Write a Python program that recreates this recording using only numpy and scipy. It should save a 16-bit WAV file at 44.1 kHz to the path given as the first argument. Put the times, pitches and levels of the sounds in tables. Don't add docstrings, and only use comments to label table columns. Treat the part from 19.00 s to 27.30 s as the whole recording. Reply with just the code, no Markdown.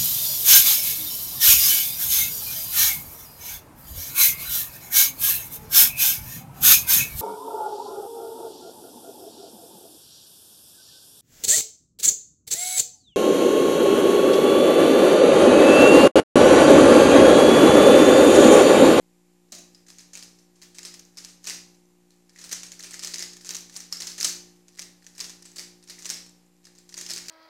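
import sys
import numpy as np
from scipy import signal
from scipy.fft import rfft, irfft, next_fast_len
from scipy.io import wavfile

SR = 44100
rng = np.random.default_rng(int(sys.argv[2]) if len(sys.argv) > 2 else 0)


def decibels_to_gain(level_db):
    exponent = np.asarray(level_db, float) / 20
    return 10 ** exponent


def unload_audio(sound):
    columns = np.transpose(np.atleast_2d(sound))
    steps = np.round(np.clip(columns, -1, 1) * 32767)
    wavfile.write(sys.argv[1], SR, steps.astype(np.int16))


N = 366030

# (frequency [Hz], density [dB per Hz])
SHELL_COLOUR = [(240, -23.5), (400, -7.5), (490, -16), (620, -12.5), (742, -16.5), (1960, -6.5), (3470, -7),
                (4150, -2), (6240, 1), (8500, -5), (9470, -9), (13300, -17.5), (16000, -26.5)]
# (frequency [Hz], level [dB])
CORE_COLOUR = [(30, 19), (350, -68), (900, -13), (1350, -2), (1800, 26.5), (2800, -28), (4000, 9),
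               (8000, -15)]


def unit(x):
    return x / np.sqrt(np.mean(x ** 2) + 1e-20)


def along(points, hz):
    f, value = np.transpose(points)
    return np.interp(np.log(hz + 1), np.log(f + 1), value)


def filtered(x, response):
    size = next_fast_len(N + SR // 2)
    return irfft(rfft(x, size) * response(np.fft.rfftfreq(size, 1 / SR)), size)[:N]


def causal(points, size=4096):
    colour = decibels_to_gain(along(points, np.fft.rfftfreq(size, 1 / SR)))
    cepstrum = irfft(np.log(colour + 1e-6))
    cepstrum[1:size // 2] *= 2
    cepstrum[size // 2 + 1:] = 0
    pulse = irfft(np.exp(rfft(cepstrum)))[:size // 2]
    return pulse / np.linalg.norm(pulse)


def through(x, pulse):
    return signal.fftconvolve(x, pulse)[:N]


def scatter(s, waves):
    at = np.round(s * SR).astype(int)[:, None] + np.arange(waves.shape[1])
    return np.bincount(at.ravel(), waves.ravel(), N + SR)[:N]


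def level_db(x, smooth):
    return 10 * np.log10(np.abs(filtered(x ** 2, smooth)) + 1e-12)


def background():
    # (multiple [of mains], level [dB re third multiple])
    multiples = [(1, -16), (2, -20), (3, 0), (4, -14), (5, -6), (6, -6), (7, -25), (8, -18), (9, -19),
                 (10, -26), (11, -26), (13, -17), (14, -20), (15, -26), (17, -30), (19, -32), (21, -32)]
    # (frequency [Hz], level [dB re third multiple])
    whine_hz, whine_db = (7383, -24)
    # (frequency [Hz], density [dB per Hz])
    hiss_colour = [(590, -30), (1000, -10), (1370, -15), (2390, -12.5), (3150, -16.5), (6400, -14.5),
                   (7350, -10), (7980, -15.5), (13400, -19), (16000, -12)]
    # (frequency [Hz], level [dB re hiss at 1 kHz])
    rumble_colour = [(25, -1), (60, -3), (90, 2), (150, 5), (400, 6.5), (700, -1), (1000, 0)]
    mains_hz, slip = 59.16, 0.83
    t = np.arange(N) / SR
    turn = 2 * np.pi * mains_hz * t
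    hum = np.zeros(N)
    for k, db in multiples:
        lag = 1.3 * (k > 6) + 2.4 * (k < 2) + slip * k * (t - 0.2) * (k < 3)
        hum += decibels_to_gain(db) * np.cos(k * (turn + 1.57) - lag)
    beat = decibels_to_gain(-11) * np.cos(6 * turn + 1.57 * 6 + np.pi + 2 * np.pi * 0.8 * (t - 1.1))
    whine = decibels_to_gain(whine_db) * np.sin(2 * np.pi * whine_hz * t)

    def colour(f):
        low_db = along(rumble_colour, f) + along(hiss_colour, 1100)
        air = decibels_to_gain(np.where(f < 1000, low_db, along(hiss_colour, f)))
        return air / (1 + (f / 14100) ** 100)

    hiss = decibels_to_gain(-4.5) * unit(filtered(rng.standard_normal(N), colour))
    return np.sqrt(2) * (hum + beat + whine) + hiss


def suppressor(loud):
    shut_db, threshold_db, opens = -65.5, -60.5, 0.31
    first_lag_s, second_lag_s = 0.039, 0.02
    heard_db = level_db(
        loud, lambda f: 1 / (1 + 2j * np.pi * f * first_lag_s) / (1 + 2j * np.pi * f * second_lag_s))
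    return shut_db + opens * 10 * np.log10(1 + decibels_to_gain(2 * (heard_db - threshold_db)))


def snap_rows():
    # (time [s], peak [dB], ring [Hz],
    # chatter [dB])
    turn_snaps = [(0.52, -27.5, 6900, 8.5), (0.746, -42, 5000, 1.5), (0.865, -41, 6200, 2),
                  (0.882, -35, 5800, 7), (0.902, -33, 4780, 0), (0.984, -31, 6660, 2),
                  (1.0025, -34.5, 6460, 2), (1.1326, -27, 6540, 4.5), (1.141, -42, 7070, -1),
                  (1.1526, -24, 6590, 0), (1.173, -26, 5300, -4), (1.191, -29, 6300, -0.5),
                  (1.226, -27.5, 4830, 2.5), (1.386, -42.5, 5500, 1), (1.555, -48.5, 7700, 5),
                  (1.616, -32.5, 5000, 4), (1.6295, -35, 6900, -4), (1.745, -36.5, 8250, 7.5),
                  (1.7744, -48, 5800, 6), (1.784, -23, 5170, -1.5), (1.83, -28, 6900, 1.5),
                  (1.85, -20.5, 5130, 4.5), (1.94, -26.5, 5300, -4), (1.993, -30.5, 6640, -6),
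                  (2.051, -57, 6210, -2), (2.171, -28, 5300, 8), (2.184, -24.5, 5200, -14),
                  (2.2415, -31.5, 5140, -7), (2.2472, -24, 5100, -2), (2.283, -39, 5930, 8.5),
                  (2.43, -47, 6840, 7), (2.442, -29, 6500, 0), (2.453, -27, 6820, -10),
                   (2.464, -27, 5170, 2), (2.47, -14, 5640, 6), (2.4841, -17.5, 6000, -3),
                   (2.497, -16, 4900, 1), (2.545, -28, 6530, 1), (2.745, -46, 6200, -7),
                   (3.105, -46, 4060, -3), (3.114, -50, 4280, 0), (3.294, -42.5, 5170, -3),
                   (3.359, -38.5, 5400, 1.5), (3.385, -38.5, 6500, 11.5), (3.412, -36, 5850, 8),
                   (3.44, -27, 8150, 2.5), (3.4916, -29, 6100, 4.5), (3.5127, -18.5, 6350, 7),
                   (3.525, -17, 6460, -1), (3.5279, -13.5, 5900, -2), (3.632, -24.5, 6200, 4),
                   (3.665, -33, 8540, -1), (3.718, -22.5, 6650, -1), (3.796, -28, 6500, 1),
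                   (3.8054, -26, 4260, -4), (3.826, -30, 6700, 4), (3.8361, -23, 5370, 4.5),
                   (3.868, -33, 8500, -6), (3.908, -24.5, 8170, 2), (3.935, -24, 6150, 3),
                  (3.9412, -24, 7060, 0), (3.9926, -24, 5170, 2), (4.023, -27, 6240, 8), (4.029, -24, 5870, 8),
               (4.035, -19, 5060, -13), (4.046, -18.5, 5260, 3), (4.072, -18, 7000, -4),
               (4.093, -32, 5000, 1), (4.112, -29, 5860, 4.5), (4.138, -24.5, 6240, 4),
               (4.1411, -18, 6160, -2), (4.16, -27, 5730, -3), (4.183, -24, 5760, -1),
               (4.192, -19.5, 6670, 4.5), (4.2037, -21.5, 4870, -5), (4.224, -15, 5160, 0.5),
               (4.333, -30, 6360, -2), (4.367, -29.5, 6950, -5), (4.409, -33, 5160, 2),
               (4.4462, -27, 7000, 2), (4.456, -27, 6440, 4.5), (4.468, -27.5, 6440, 3),
               (4.4912, -19, 4800, 2), (4.506, -14.5, 6050, -6), (4.537, -27, 6570, -3),
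               (4.547, -19, 6240, 2.5), (4.5523, -19.5, 6500, -7), (4.566, -31, 6130, 2),
                  (4.696, -33.5, 6900, -2), (4.724, -39, 4890, 7), (4.74, -34, 6700, 0),
               (4.753, -29.5, 6360, 4), (4.7633, -23.5, 5270, 2.5), (4.802, -27.5, 5860, 2.5),
               (4.925, -17.5, 5220, 3.5), (4.9691, -35, 5360, 5), (5.002, -20, 5900, 5.5),
               (5.02, -18, 4730, -0.5), (5.069, -20.5, 6140, 5.5), (5.0975, -28.5, 5300, 5),
               (5.179, -23, 6650, 8.5), (5.2013, -22, 6370, -1), (5.209, -12, 5160, 5),
               (5.2293, -17, 5540, 3), (5.2422, -15, 7400, -6.5), (5.2456, -4, 6080, 4),
               (5.249, -16.5, 5500, -4.5), (5.561, -46.5, 6840, -17), (5.682, -39, 6730, -1.5),
               (5.7234, -64, 5910, 10), (5.771, -41, 7200, 8), (5.787, -31.5, 6730, 4.5),
               (5.7925, -21.5, 5470, 0.5), (5.819, -22.5, 6150, -5),
                  (6.023, -44, 4700, 0), (6.043, -40, 6440, -6), (6.0651, -30, 6500, 0),
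                    (6.152, -43, 5750, 6.5), (6.18, -29, 7500, -1), (6.193, -28.5, 4860, -2),
                    (6.2021, -20, 6500, 2.5), (6.209, -19, 4870, 1), (6.242, -24, 5000, 3),
                    (6.2951, -25.5, 6000, -0.5), (6.423, -35, 5660, -6), (6.445, -40, 6200, -2),
                    (6.4531, -30.5, 8000, 3), (6.516, -36.5, 6400, -21), (6.559, -28, 7700, 6.5),
                    (6.567, -31, 4700, -2), (6.5824, -21.5, 4700, 4), (6.594, -22.5, 5250, 2),
                    (6.826, -39.5, 5150, -2.5), (6.838, -40, 8500, -9), (6.873, -39, 5840, 5),
                    (6.883, -36, 5500, 4.5), (6.897, -25.5, 4800, 2), (6.9026, -30, 4300, 0),
                    (6.987, -31.5, 6200, 6.5), (7.022, -30.5, 7160, 3), (7.0462, -24.5, 6750, 5),
                    (7.0554, -16.5, 5870, -2.5), (7.091, -23, 6300, -1.5), (7.101, -15.5, 5820, 6.5),
                  (7.263, -34.5, 6500, -13), (7.293, -36.5, 7550, -16), (7.6426, -40.5, 6400, -9),
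                  (7.652, -35, 5350, 1.5), (7.668, -38.5, 5040, -2), (7.751, -41.5, 6500, 1),
                  (7.7844, -37, 7260, -2), (7.891, -32.5, 6860, 1.5), (7.924, -35, 5530, 0),
                  (7.941, -23, 4830, -4), (7.9707, -28, 6700, 5), (7.9764, -22, 6270, 4.5),
                  (7.9864, -24, 6040, -1), (8.011, -23.5, 7350, 4.5), (8.063, -24.5, 5360, 1),
                  (8.088, -23, 5900, 6.5), (8.097, -19.5, 5450, 3.5), (8.1059, -17.5, 5740, -4),
                  (8.115, -19.5, 5100, -14), (8.136, -19.5, 4860, 1.5), (8.1613, -21.5, 6200, 2.5),
                  (8.1785, -21.5, 4930, -3), (8.2138, -35, 5050, 4), (8.258, -32, 4640, -5),
                  (8.2684, -40, 4890, -9), (8.283, -18.5, 4860, -2), (8.2955, -23, 6470, 2)]
    rows = turn_snaps
    s, peak_db, hz, scrape_db = np.transpose(sorted(rows))
    land_s = 0.0006
    sharp_loses = 0.28
    return np.array([s + land_s, peak_db - 3, hz, scrape_db - sharp_loses * (peak_db + 31)])


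def snaps(count=5, size=260):
    chatter_share, chatter_db = 0.25, -5.5
    scrape_softens = 0.95
    knock_db, crack_varies_db = -41, 1.5
    s, db, hz, after_db = snap_rows()[..., None]
    delay, weaker, detune, phase = np.moveaxis(rng.random((len(s), count, 4)), 2, 0)
    delay[:, 0], weaker[:, 0] = 0, 0
    chatters = delay > 0
    times = (s + 0.008 * delay).ravel()
    blow_db = db - 1.7 * delay - 2.1 * weaker
    blow_db = blow_db + (chatter_share * after_db + chatter_db) * chatters
    blow_db = blow_db - scrape_softens * np.clip(after_db, 0, None) * ~chatters
    blow = decibels_to_gain(blow_db).reshape(-1, 1)

    ring_hz = (hz * (1 + 0.19 * (detune - 0.5) * chatters)).reshape(-1, 1)
    late = np.arange(2 * size) / SR
    ring = np.sin(2 * np.pi * (ring_hz * late + phase.reshape(-1, 1)))
    ring = ring * decibels_to_gain(-60 * late / 0.0069) * (1 - np.exp(-late / 0.0002))
    rings = decibels_to_gain(-1.0) * scatter(times, blow * ring)

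    t = np.arange(size) / SR
    burst = rng.standard_normal((len(times), size))
    burst = burst * decibels_to_gain(-60 * t / 0.0067) * (1 - np.exp(-t / 0.0004))
    shell, core = causal(SHELL_COLOUR), decibels_to_gain(knock_db) * causal(CORE_COLOUR)
    lean = np.repeat(decibels_to_gain(crack_varies_db * rng.standard_normal(len(s))), count)[:, None]
    crack = through(scatter(times, lean * blow * burst), shell)
    knock = through(scatter(times, blow * burst), core)

    push = scatter(s.ravel(), decibels_to_gain(db + 14.5))
    smooth = through(push, shell) + through(push, core)
    return rings + decibels_to_gain(-0.5) * crack + decibels_to_gain(16.5) * knock, 0.64 * rings + smooth


def key_release(size=500):
    # (time [s], level [dB])
    bumps = [
        (0.521, -23.5),
        (.55, -27.5),
        (0.588, -31.5),
    ]
    # (frequency [Hz], width [Hz], level [dB])
    desk = [(223, 34, 3), (342, 58, -3), (640, 46, -6), (3940, 160, -2), (6500, 1360, -1.5)]
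    s, db = np.transpose(bumps)
    fade = np.linspace(1, 0, size) ** 2
    push = scatter(s, decibels_to_gain(db)[:, None] * rng.standard_normal((len(s), size)) * fade)

    def resonances(f):
        total = 0
        for k, (centre, width, gain_db) in enumerate(desk):
            mode = 1j * f * width / (centre * centre - f * f + 1j * f * width)
            total = total + (-1) ** k * decibels_to_gain(gain_db) * mode
        return total

    return filtered(push, resonances)


def contacts(rows, cycles, size=600):
    s, db, hz = np.transpose(rows)[..., None]
    turn = np.arange(size) / SR * hz
    swell = turn / cycles * np.exp(1 - turn / cycles)
    modes = np.sin(2 * np.pi * turn) + decibels_to_gain(-16.5) * np.sin(2 * np.pi * 2.2 * turn)
    return scatter((s - cycles / hz).ravel(), decibels_to_gain(db - 1.5) * swell * modes)


def dull_blows():
    # (time [s], peak [dB], ring [Hz])
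    thuds = [
        (0.526, -47.5, 640),
        (0.5253, -52, 1080),
        (0.586, -48, 2550),
        (4.05, -49, 584),
        (4.926, -40, 1195),
        (6.585, -52, 600),
        (8.11, -46, 610),
    ]
    # (time [s], peak [dB], ring [Hz])
    clacks = [(0.8657, -56, 1820), (0.9926, -51.0, 2230), (1.1539, -37, 2270), (1.6317, -48, 2040),
              (1.786, -36, 2440), (1.7964, -40, 1930), (1.9948, -50, 1760), (2.199, -52, 1830),
              (2.4713, -32, 2510), (2.5074, -30, 1980), (3.2945, -56, 1760), (3.3611, -41.5, 2020),
              (3.6061, -45, 1810), (3.7198, -44, 1870), (3.7351, -44, 2220), (3.7971, -45, 1990),
              (3.8422, -46, 1740), (3.8497, -37, 2560), (3.9284, -40, 1890), (3.9426, -33, 1900),
              (3.994, -44, 1760), (4.0321, -56, 1890), (4.059, -38, 2470), (4.1592, -35, 2020),
              (4.2029, -34, 2020), (4.4102, -50, 1840), (5.0192, -43, 1860), (5.7878, -36, 1940),
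              (6.0241, -51, 1800), (6.0676, -46, 1840), (6.594, -35.5, 2190), (6.9023, -41, 2130),
              (6.9841, -43, 2000), (7.0659, -38, 1920), (7.2132, -51, 2050), (7.6716, -48, 1770),
              (7.9256, -47, 1980), (7.9698, -41, 2110), (7.9977, -42, 1920), (8.1745, -34, 2270),
              (8.1872, -40, 1700)]
    return contacts(clacks + thuds, 1.2)


def edge_ticks():
    # (time [s], peak [dB], ring [Hz])
    early = [(0.5362, -35, 6300), (0.5754, -40, 6910), (0.5849, -34, 6400), (0.9022, -39, 6180),
             (0.9886, -47, 6800), (0.9954, -33, 4970), (1.1917, -43, 8000), (1.3961, -49.5, 6310),
             (1.7886, -34, 6250), (1.8311, -38, 6610), (1.8606, -30, 6950), (1.9944, -42, 6600),
             (1.9967, -30.5, 5960), (2.0519, -38, 6500), (2.1822, -41, 6010), (2.1838, -33, 5200),
             (2.1867, -29.5, 5190), (2.2513, -30, 6590), (2.4659, -34, 5360), (2.4823, -29, 5000),
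             (2.4964, -26, 5450), (2.519, -29, 5000), (2.8564, -51, 6130), (3.1635, -54.0, 7470),
             (3.5265, -22, 6200), (3.5376, -24, 6460), (3.5619, -35, 6160), (3.666, -35, 8500),
             (3.7264, -33.5, 5840), (3.7932, -30, 5640), (3.7959, -29, 6560), (3.8269, -34, 7500),
             (3.9341, -31, 6500), (4.0398, -32, 6700), (4.0483, -20, 6200), (4.0562, -31, 4910),
             (4.1379, -22, 4700), (4.1463, -23, 5130), (4.1836, -20, 6000), (4.1936, -24, 6810),
             (4.2208, -24, 5870), (4.2381, -23, 5100), (4.369, -35, 6500), (4.5017, -27, 5730),
             (4.5039, -27, 6500), (4.5091, -21, 6460), (4.5117, -28, 5960), (4.5354, -28.5, 5730),
             (4.5523, -23, 6700), (4.5606, -33, 5580), (4.5673, -20, 6000), (4.6082, -28, 5940)]
    # (time [s], peak [dB], ring [Hz])
    late = [(4.768, -21, 6660), (4.775, -24.5, 8720), (4.805, -25, 6100), (4.9275, -20, 5400),
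            (4.9375, -26, 5370), (5.0064, -23, 6200), (5.0142, -34, 5040), (5.0225, -33, 4930),
            (5.074, -22, 5230), (5.078, -26, 5100), (5.1187, -26, 5000), (5.1847, -32, 5100),
            (5.202, -21, 7000), (5.204, -16, 6300), (5.211, -27, 5230), (5.2432, -18, 6500),
            (5.2987, -20, 6950), (5.3022, -28, 5530), (5.7235, -50, 5840), (5.8173, -27, 8000),
            (6.1519, -39.0, 5400), (6.203, -28, 6400), (6.206, -23, 5400), (6.2968, -31, 5940),
            (6.3056, -34, 5840), (6.4273, -36, 5630), (6.4563, -53, 7280), (6.5679, -37, 5340),
            (6.5806, -31.0, 5840), (6.5856, -28, 4730), (6.5896, -39, 5150), (6.5933, -36, 5650),
            (6.596, -27, 5040), (6.8404, -43, 8440), (6.9077, -30, 4890), (7.0658, -21, 7100),
            (7.094, -20, 5570), (7.139, -23, 6500), (7.144, -23.5, 5360), (7.4643, -52.5, 7170),
            (7.5667, -55, 6090), (7.7811, -42, 5080), (7.7864, -36, 7300), (7.8971, -46, 5510),
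            (7.969, -30, 5710), (7.973, -33, 6720), (7.9815, -32, 6910), (8.1139, -23, 4350),
            (8.1155, -22.0, 5320), (8.1368, -23, 6600), (8.173, -23, 4800), (8.1876, -26, 5490),
            (8.2964, -23.5, 6980)]
    # (time [s], peak [dB], ring [Hz])
    more_ticks = [
        (4.925, -36, 4650),
        (4.9257, -19.5, 5300),
        (4.9261, -15, 5500),
        (5.2297, -9, 5600),
        (5.2467, -9, 5780),
        (5.2485, -18, 6800),
        (5.2505, -7, 8000),
        (3.5262, -18, 6140),
        (3.5303, -16.5, 6700),
    ]
    # (time [s], peak [dB], ring [Hz])
    seatings = [
        (0.7485, -41.5, 4980),
        (3.107, -57, 4040),
        (3.5145, -31, 6240),
        (3.5192, -27, 6150),
        (4.9346, -25.5, 5200),
        (4.971, -30.5, 5540),
    ]
    # (time [s], peak [dB], ring [Hz])
    spikes = [
        (1.226, -30, 4940),
        (2.248, -21, 4900),
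        (4.1422, -15, 4900),
        (4.159, -18, 6500),
        (4.4918, -15, 6340),
        (4.5474, -20, 6500),
        (5.246, -9, 6500),
        (7.1012, -9, 6500),
        (8.1064, -16, 5800),
        (8.1362, -16, 7000),
    ]
    return contacts(early + late + more_ticks, 1.6) + contacts(seatings, 4.2) + contacts(spikes, 0.8)


def rubbing(count=6000, size=60):
    where, weaker = rng.random((count, 2)).T
    slip = rng.standard_normal((count, size)) * decibels_to_gain(-60 * np.arange(size) / SR / 0.0026)
    slips = unit(scatter(where * N / SR, decibels_to_gain(-32 * weaker)[:, None] * slip))
    grain = slips + 0.3 * rng.standard_normal(N)
    return unit(through(grain, causal(SHELL_COLOUR) + decibels_to_gain(-14) * causal(CORE_COLOUR)))


def effort(clicks):
    # (middle [s], half length [s], level [dB])
    scrapes = [
        (3.404, .06, -56.5),
        (3.877, .05, -57),
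        (4.097, .04, -55),
        (5.764, .03, -62),
        (6.17, .025, -60),
        (6.553, .012, -60),
    ]
    rest_db, rub_db, grows = -83, -11.5, 0.71
    lead_s, spread_s = 0.006, 0.014
    near_db = level_db(
        clicks, lambda f: 1 / (1 + 2j * np.pi * f * spread_s) / (1 - 2j * np.pi * f * lead_s))
    t = np.arange(N) / SR
    slides = sum(decibels_to_gain(db) * np.exp(-((t - s) / half) ** 2) for s, half, db in scrapes)
    return np.hypot(decibels_to_gain(rest_db) + slides, decibels_to_gain(rub_db - 46 + grows * (near_db + 41.5)))


def facing():
    s, _, _, after_db = snap_rows()
    latest = np.searchsorted(s, np.arange(N) / SR) - 1
    return decibels_to_gain(after_db[np.clip(latest, 0, None)])


def room(x, size=8192):
    # (frequency [Hz], t60 [s])
    decay = [(200, 0.48), (1500, 0.46), (5000, 0.51), (9000, 0.39), (15000, 0.37)]
    wet = np.zeros(N + SR)
    for start in range(0, N, size):
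        hz, t, z = signal.stft(rng.standard_normal(SR * 3 // 4), SR, nperseg=256)
        fade = decibels_to_gain(-60 * t / along(decay, hz)[:, None])
        tail = signal.istft(z * fade, SR, nperseg=256)[1]
        tail *= 1 - np.exp(-np.arange(len(tail)) / SR / 0.0006)
        part = signal.fftconvolve(x[start:start + size], tail / np.linalg.norm(tail))
        wet[start:start + len(part)] += part[:len(wet) - start]
    return wet[:N]


def scene():
    clicks, spread = snaps()
    released = key_release()
    dull, bright = dull_blows(), edge_ticks()
    clicks = clicks + bright + dull
    spread = spread + decibels_to_gain(-4) * bright + decibels_to_gain(1) * dull
    soft = effort(clicks) * rubbing() + released
    wet = room(facing() * spread + soft)
    gate_db = suppressor(clicks + soft + wet)
    tail = decibels_to_gain(0.64 * (gate_db + 55.5)) * wet
    return (clicks + soft + tail + decibels_to_gain(gate_db) * background())[None]


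def top_cut(x):
    return signal.sosfilt(signal.butter(12, 16690, fs=SR, output="sos"), x)


def record(dry):
    bent = np.abs(dry[0]) ** 2.7
    thump = filtered(bent, lambda f: 1j * f / (60 + 1j * f) / (1 + 1j * f / 120) ** 2)
    top_hz, offset = 15900, -0.0003
    band = filtered(dry[0] - 1.4 * thump, lambda f: 1 / (1 + (f / top_hz) ** 240))
    mix = band[None] + offset
    return top_cut(mix)


dry = scene()
out = record(dry)
unload_audio(out)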